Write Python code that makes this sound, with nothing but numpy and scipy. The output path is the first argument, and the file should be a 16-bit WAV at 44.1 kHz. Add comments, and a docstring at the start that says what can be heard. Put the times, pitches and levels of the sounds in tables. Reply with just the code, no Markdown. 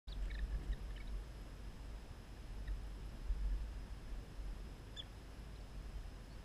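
"""A muddy shore: small waders feed with faint wet pats and call, two arched peeps and short, falling pips.
A camera in a closed case sits on the mud. Wind rumbles on the case and makes it boom on its mount;
its wall colours the birds. Behind lie a steady hiss, a thin electronic whine, faint regular blips
and spells of high ticking."""
import sys
import numpy as np
from scipy import signal
from scipy.fft import rfft, irfft, next_fast_len
from scipy.io import wavfile
from scipy.ndimage import uniform_filter1d, map_coordinates

SR = 44100
rng = np.random.default_rng(int(sys.argv[2]) if len(sys.argv) > 2 else 0)


def master(y):
    """Save y as 16-bit WAV."""
    cut = np.clip(np.atleast_2d(y).T, -1, 1)
    pcm = np.round(cut * 32767)  # scale
    wavfile.write(sys.argv[1], SR, pcm.astype(np.int16))


N = 284004

# arched calls: t/s, length/s, start f/Hz, top f/Hz, end f/Hz, fall exponent,
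# end level/dB before the beak, swell/dB, mid-note octave/dB re tone, crack/0-1
PEEPS = [ (0.08, .054, 3020, 4660, 3080, 2.2, -55.5, 7, -34, 0),
         (4.9618, 0.048, 2950, 3530, 2900, 2.9, -45, 11, -15.5, 0.9)]
# cracked start: multiple of half the pitch, level/dB
CRACK_PARTIALS = [(1, -61.5), (2, -62), (3, -60), (5, -71)]
# short calls: t/s, length/s, start f/Hz, middle f/Hz, end f/Hz, level/dB,
# octave/dB re tone before the beak, rasp/0-1
PIPS = [ (.281, .006, 1980, 1850, 1680, -68, -15, .2), (0.3, 0.014, 2180, 2240, 2200, -54.5, -16, 0.16),
        (0.31, 0.0075, 2190, 1870, 1670, -56, -3, 0), (.3405, .009, 1980, 2070, 2020, -67, 10, 0),
        (0.349, 0.0073, 2010, 1845, 1670, -56, -3.5, .02),
        (0.379, 0.011, 2160, 2540, 2300, -59.5, -20, .22), (0.3885, 0.0063, 2170, 1860, 1670, -54.5, -6, 0),
        (0.519, 0.011, 1850, 1730, 1650, -69, -10, .4), (.543, .012, 1870, 1720, 1650, -65.5, -15, .4),
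        (0.614, .01, 2250, 2180, 1950, -70, -10, .5), (0.7256, 0.013, 1930, 1900, 1770, -60.5, -3.5, 0.06),
        (0.902, 0.0092, 1950, 1850, 1600, -68, -2, .5), (0.9604, 0.0046, 2050, 2260, 2500, -61, -25, .2),
        (0.963, 0.0092, 3080, 3020, 2850, -56.5, -25, 0.2), (0.97, 0.0051, 2700, 2600, 2450, -60, -25, .5),
        (0.976, 0.0052, 2200, 1900, 1690, -58.5, -7, 0.1), (1.001, 0.012, 2220, 2245, 2170, -55.5, -9, 0),
        (1.012, .005, 2150, 2000, 1780, -64, -5, 0.1), (1.071, 0.012, 3520, 3740, 4230, -66.5, -30, 0.1),
        (2.6755, .01, 1970, 1910, 1710, -57.5, -9.5, 0.08), (5.007, 0.012, 2450, 2330, 2200, -68, -30, 0.4),
        (5.0225, 0.0044, 2100, 1830, 1600, -62.5, -20, 0.1), (5.555, .014, 3880, 4120, 3900, -71, -30, .35),
        (5.607, .011, 4600, 4570, 4400, -70, -30, .25), (6.295, .059, 4200, 4450, 4560, -73, -30, 0.1)]
BEAK_MODE = (3590, 850, 0)  # beak resonance: f/Hz, width/Hz, gain/dB
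WALL_MODES = [(1750, 90, 8), (3364, 62, 2), (3830, 250, 1.5)]  # case wall: f/Hz, width/Hz, gain/dB
SHORE_DECAY = [(500, 0.18), (3000, 0.24), (9000, 0.13)]  # scatter from the banks: f/Hz, t60/s
BREEZE = [(.08, -43), (.6, -47.5), (1.1, -47.5), (1.35, -52.5), (1.9, -49.5), (2.27, -55.5), (2.55, -45.5),
          (3.15, -49), (3.5, -39.5), (3.75, -46.5), (4.28, -55.5), (4.55, -47.5), (4.85, -54.5),
          (5.2, -52.5), (5.95, -49.5), (6.44, -54)]  # push on the case: t/s, level/dB
GUSTS = [(0.234, 0.1, -41), (0.435, 0.07, -35), (0.549, 0.078, -35.5), (0.727, 0.11, -36),
         (0.88, 0.098, -41.5), (1.155, 0.15, -42.5), (2.708, 0.15, -41), (3.03, 0.03, -43),
         (3.313, 0.046, -34.5), (3.567, 0.16, -40), (3.925, 0.022, -39.5), (4.132, 0.19, -44.5),
         (4.4, 0.035, -41), (4.505, 0.15, -44), (4.68, 0.093, -45.5), (5.974, 0.11, -47)]  # single shoves: peak t/s, length/s, level/dB
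SWAY_SPECTRUM = [(5, -34.5), (14, -13.5), (21, -16.5), (34, -13.5), (43, -4.5), (49, -1.5), (53, -1),
                 (58, -16), (90, -41), (200, -75)]  # case on its mount: f/Hz, relative density/dB
RUMBLE_LEVELS = [(.08, -57), (.35, -56), (.65, -52.5), (.9, -56.5), (2.3, -57.5), (3.5, -56.5),
                 (4.6, -56.5), (5.7, -57.5), (6.44, -57.5)]  # wind rumble: t/s, level/dB
RUMBLE_SPECTRUM = [(40, -23), (62, -2), (80, 1.5), (105, -1.5), (140, -3), (180, -7), (230, -8),
                   (400, -14.5), (800, -25), (1600, -33.5), (4000, -56)]  # wind rumble: f/Hz, relative density/dB
PATS = [(.222, -64, .1), (.238, -71, .06), (.255, -59, 0.025), (.279, -70, .05), (.633, -63.5, .1),
        (.716, -61, 0.045)]  # bills and feet: t/s, level/dB, t60/s
PAT_SPECTRUM = [(800, -23), (1750, 5), (2300, -1), (3100, 7), (4500, -17), (6500, -10), (8100, -1.5),
                (9500, -17), (13000, -28)]  # wet fizz: f/Hz, relative density/dB
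HISS_SPECTRUM = [(150, -4.5), (500, 7), (1000, 3.5), (2300, -2), (2850, -1), (4600, -7.5), (5500, -8.5),
                 (6200, -10), (7300, -12.5), (7900, -10.5), (9400, -17), (11500, -16.5), (12600, -19),
                 (13500, -58)]  # broad hiss: f/Hz, relative density/dB
HISS_BANDS = [(1650, 250, -0.5), (5200, 340, -6), (10270, 270, -9), (11350, 300, -14.5), (15180, 360, -14)]  # narrow bands in the hiss: f/Hz, width/Hz, relative level/dB
WHINE_TONES = [(5080, -77.5, 55), (10050, -90.5, 120)]  # wavering electronic tones: f/Hz, level/dB before trim, waver/Hz
STEADY_TONES_HZ = [9830, 10430, 12647]  # steady electronic tones: f/Hz
STEADY_TONES_DB = [-102, -100, -101]  # the same tones: level/dB
TICK_SPELLS = [(.48, 1.6), (2.24, 3.28), (4.08, 5.45)]  # treble ticking: start t/s, end t/s


def birds(scatter_db=-16):
    """Calls sweeping through the wall's modes flare up and ring on, beating against the falling pitch."""
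    calls = peeps() + pips() + flock()
    calls = calls + amp(scatter_db) * shore(calls)
    return filtered(calls, lambda f: 1 + sum(resonance(f, *mode) for mode in WALL_MODES))


def peeps(rise_s=.021, attack_s=.004, release_s=.003, crack_s=.015, clearing_s=.0042, octave_fade_db=38):
    """Each peep leaps up and slides away, loudest at the beak's mode; a crack rasps an octave below."""
    out = np.zeros(N + SR)
    for onset_s, length_s, start_hz, top_hz, end_hz, bend, db, swell_db, octave_db, crack in PEEPS:
        t = np.arange(int(length_s * SR)) / SR
        progress = t / length_s
        to_rise = np.clip(1 - t / rise_s, 0, 1)
        fallen = np.clip((t - rise_s) / (length_s - rise_s), 0, 1)
        pitch_hz = top_hz - (top_hz - start_hz) * to_rise ** 2.6 - (top_hz - end_hz) * fallen ** bend
        pitch_hz *= 1 + .003 * wobble(246)[:len(t)]
        gate = np.clip(np.minimum(t / attack_s, (length_s - t) / release_s), 0, 1)
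        level = amp(db + swell_db * (progress - 1) + wobble(206)[:len(t)])
        clear = 1 - crack * np.clip((crack_s - release_s - t) / clearing_s, 0, 1)
        cracking = crack * np.sqrt(hump(t - crack_s / 2, crack_s))
        half_phase = np.pi * np.cumsum(pitch_hz) / SR + .12 * wobble(700)[:len(t)]
        rasp = sum(amp(partial_db) * np.sin(k * half_phase) for k, partial_db in CRACK_PARTIALS)
        tone = whistle(pitch_hz, octave_db - octave_fade_db * (progress + .5 - clear))
        tone *= np.abs(resonance(pitch_hz, *BEAK_MODE))
        out[round(onset_s * SR):][:len(t)] += gate * (clear * level * tone + cracking * rasp)
    return out[:N]


def pips(swell_db=2.6, flutter_per_s=1000, flutter_rad=2.5):
    """A pip's rasp clears as its octave comes in, mostly on a falling pitch; the beak shapes the octave."""
    tones, octaves = np.zeros((2, N + SR))
    for onset_s, length_s, start_hz, middle_hz, end_hz, db, octave_db, rasp in PIPS:
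        progress = np.linspace(0, 1, int(length_s * SR))
        pitch_hz = np.polyval(np.polyfit([0, .5, 1], [start_hz, middle_hz, end_hz], 2), progress)
        rough = np.clip(2 * rasp * np.cos(np.pi * progress / 2) ** 2, 0, 1)
        flutter = map_coordinates(rng.standard_normal(256), [progress * length_s * flutter_per_s])
        phase = 2 * np.pi * np.cumsum(pitch_hz) / SR + flutter_rad * rough * flutter
        level = amp(db + swell_db * (progress - .5)) * np.sqrt(2 * np.abs(np.sin(np.pi * progress)))
        onset = round(onset_s * SR)
        tones[onset:][:len(phase)] += level * np.sin(phase)
        octaves[onset:][:len(phase)] += level * (1 - rough) * amp(octave_db) * np.sin(2 * phase)
    return tones[:N] + filtered(octaves[:N], lambda f: resonance(f, *BEAK_MODE))


def flock(count=90, start_hz=1902, fall_hz=322, length_s=.012, nearest_db=-76.5, spread_db=8):
    """Birds farther along the shore pip at random, each with the same short fall."""
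    out = np.zeros(N + SR)
    progress = np.linspace(0, 1, int(length_s * SR))
    for when, pitch, distance in rng.uniform(size=(count, 3)):
        pitch_hz = start_hz * (1 + .12 * (pitch - .5)) - fall_hz * progress
        level = amp(nearest_db - spread_db * distance) * np.sin(np.pi * progress)
        out[int(when * N):][:len(level)] += level * whistle(pitch_hz, octave_db=-18)
    return out[:N]


def whistle(pitch_hz, octave_db):
    """A bird's tone: a sine and its octave."""
    return sine(pitch_hz) + amp(octave_db) * sine(2 * pitch_hz)


def shore(calls):
    """Thin scatter from the banks; the treble dies first."""
    hz, t, spectra = signal.stft(rng.standard_normal(SR // 2), SR, nperseg=256)
    decay = amp(-60 * t / along(SHORE_DECAY, hz)[:, None])
    tail = signal.istft(spectra * decay, SR, nperseg=256)[1]
    return signal.fftconvolve(calls, tail / np.linalg.norm(tail))[:N]


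def wind(eddy_db=1.5, eddies_per_s=16, boom_cutoff_hz=62):
    """Breeze and gusts rock the case at its low resonance, over a broader rumble."""
    t = np.arange(N) / SR
    breeze = amp(curve(BREEZE) + eddy_db * wobble(eddies_per_s))
    gust_power = sum((amp(db) * hump(t - peak_s, length_s)) ** 2 for peak_s, length_s, db in GUSTS)
    push = np.sqrt(breeze ** 2 + gust_power)
    sway = noise(SWAY_SPECTRUM)
    sway /= np.sqrt(np.abs(uniform_filter1d(sway ** 2, size=3400)) + .011)  # push alone sets the strength
    boom = filtered(push * sway, lambda f: 1 / np.sqrt(1 + (f / boom_cutoff_hz) ** 12))
    rumble = amp(curve(RUMBLE_LEVELS) + .27 * wobble(12)) * noise(RUMBLE_SPECTRUM)
    return boom + rumble


def pats(attack_s=.00028):
    """Bills and feet make faint puffs of fizz in the shallows."""
    level = np.zeros(N + SR)
    t = np.arange(SR // 4) / SR
    for onset_s, db, t60_s in PATS:
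        level[round(onset_s * SR):][:len(t)] += amp(db - 60 * t / t60_s) * (1 - np.exp(-t / attack_s))
    return level[:N] * noise(PAT_SPECTRUM)


def hiss(broad_db=-64.5, bands_db=-76):
    """Steady hiss with a few narrow, singing bands."""
    def bands(f):
        powers = (np.abs(resonance(f, hz, width_hz)) ** 3 * amp(db) ** 2 for hz, width_hz, db in HISS_BANDS)
        return np.sqrt(sum(powers))
    singing = unit(filtered(rng.standard_normal(N), bands))
    return amp(broad_db + .12 * wobble(17)) * noise(HISS_SPECTRUM) + amp(bands_db) * singing


def whine(trim_db=-2, flicker_db=1.5):
    """The electronics give two thin, wavering tones and three fainter, near-steady ones."""
    wavering = sum(amp(db) * sine(hz + waver_hz * wobble(160)) for hz, db, waver_hz in WHINE_TONES)
    steady = sum(amp(db) * sine(hz + 2.4 * wobble(160))
                 for hz, db in zip(STEADY_TONES_HZ, STEADY_TONES_DB))
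    return amp(trim_db + flicker_db * wobble(90)) * wavering + steady


def blips(first_s=.1, period_s=.25, length_s=.034, pitch_hz=5500, waver_hz=50, level_db=-81):
    """The electronics blip faintly at a steady beat."""
    from_beat_s = (np.arange(N) / SR - first_s + period_s / 2) % period_s - period_s / 2
    return amp(level_db) * hump(from_beat_s, length_s) * sine(pitch_hz + waver_hz * wobble(300))


def ticking(centre_hz=11230, width_hz=300, level_db=-81.5, spread_db=2.5, ticks_per_s=19, duty=.52):
    """Thin, uneven ticking comes and goes high in the treble."""
    t = np.arange(N) / SR
    active = sum((t > start_s) & (t < end_s) for start_s, end_s in TICK_SPELLS)
    cycle = (ticks_per_s * t + .6 * wobble(11)) % 1
    level = amp(level_db + spread_db * wobble(20))
    band = unit(filtered(rng.standard_normal(N), lambda f: resonance(f, centre_hz, width_hz) ** 2))
    return level * active * hump(cycle - .5, duty) * band


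def amp(db):
    """Decibels to gain."""
    return 10 ** (np.asarray(db) / 20)


def unit(x):
    """Scale to rms 1."""
    return x / np.sqrt(np.mean(x ** 2) + 1e-20)


def sine(hz):
    """Sine of rms 1 from one frequency per sample."""
    return np.sqrt(2) * np.sin(2 * np.pi * np.cumsum(hz) / SR)


def hump(t, length):
    """Half cosine of height 1, centred on t = 0."""
    return np.cos(np.pi * np.clip(t / length, -.5, .5))


def along(points, hz):
    """Interpolate (f/Hz, value) points on a log axis."""
    f, values = np.transpose(points)
    return np.interp(np.log(hz + 1), np.log(f + 1), values)


def curve(points):
    """Interpolate (t/s, value) points to every sample."""
    return np.interp(np.arange(N) / SR, *np.transpose(points))


def wobble(knots_per_s):
    """Smooth random curve, rms near 1."""
    knots = rng.standard_normal(int(N * knots_per_s / SR) + 4)
    return map_coordinates(knots, [np.arange(N) * knots_per_s / SR])


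def filtered(x, response):
    """Apply a complex frequency response."""
    size = next_fast_len(N + SR // 2)
    return irfft(rfft(x, size) * response(np.fft.rfftfreq(size, 1 / SR)), size)[:N]


def resonance(f, hz, width_hz, db=0):
    """Causal response of one mode."""
    return amp(db) * 1j * f * width_hz / (hz * hz - f * f + 1j * f * width_hz)


def noise(spectrum):
    """Coloured noise of rms 1."""
    return unit(filtered(rng.standard_normal(N), lambda f: amp(along(spectrum, f))))


def scene():
    """Birds, wind and background at one microphone."""
    return (birds() + pats() + wind() + hiss() + whine() + blips() + ticking())[None]


def record(dry, silent_s=.071, fade_in_s=.009, band_limit_hz=15300):
    """The camera's sound opens after a moment; nothing passes above its band limit."""
    opening = np.clip((np.arange(N) / SR - silent_s) / fade_in_s, 0, 1)
    return filtered(dry[0] * opening, lambda f: f < band_limit_hz)[None]


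dry = scene()
out = record(dry)
master(out)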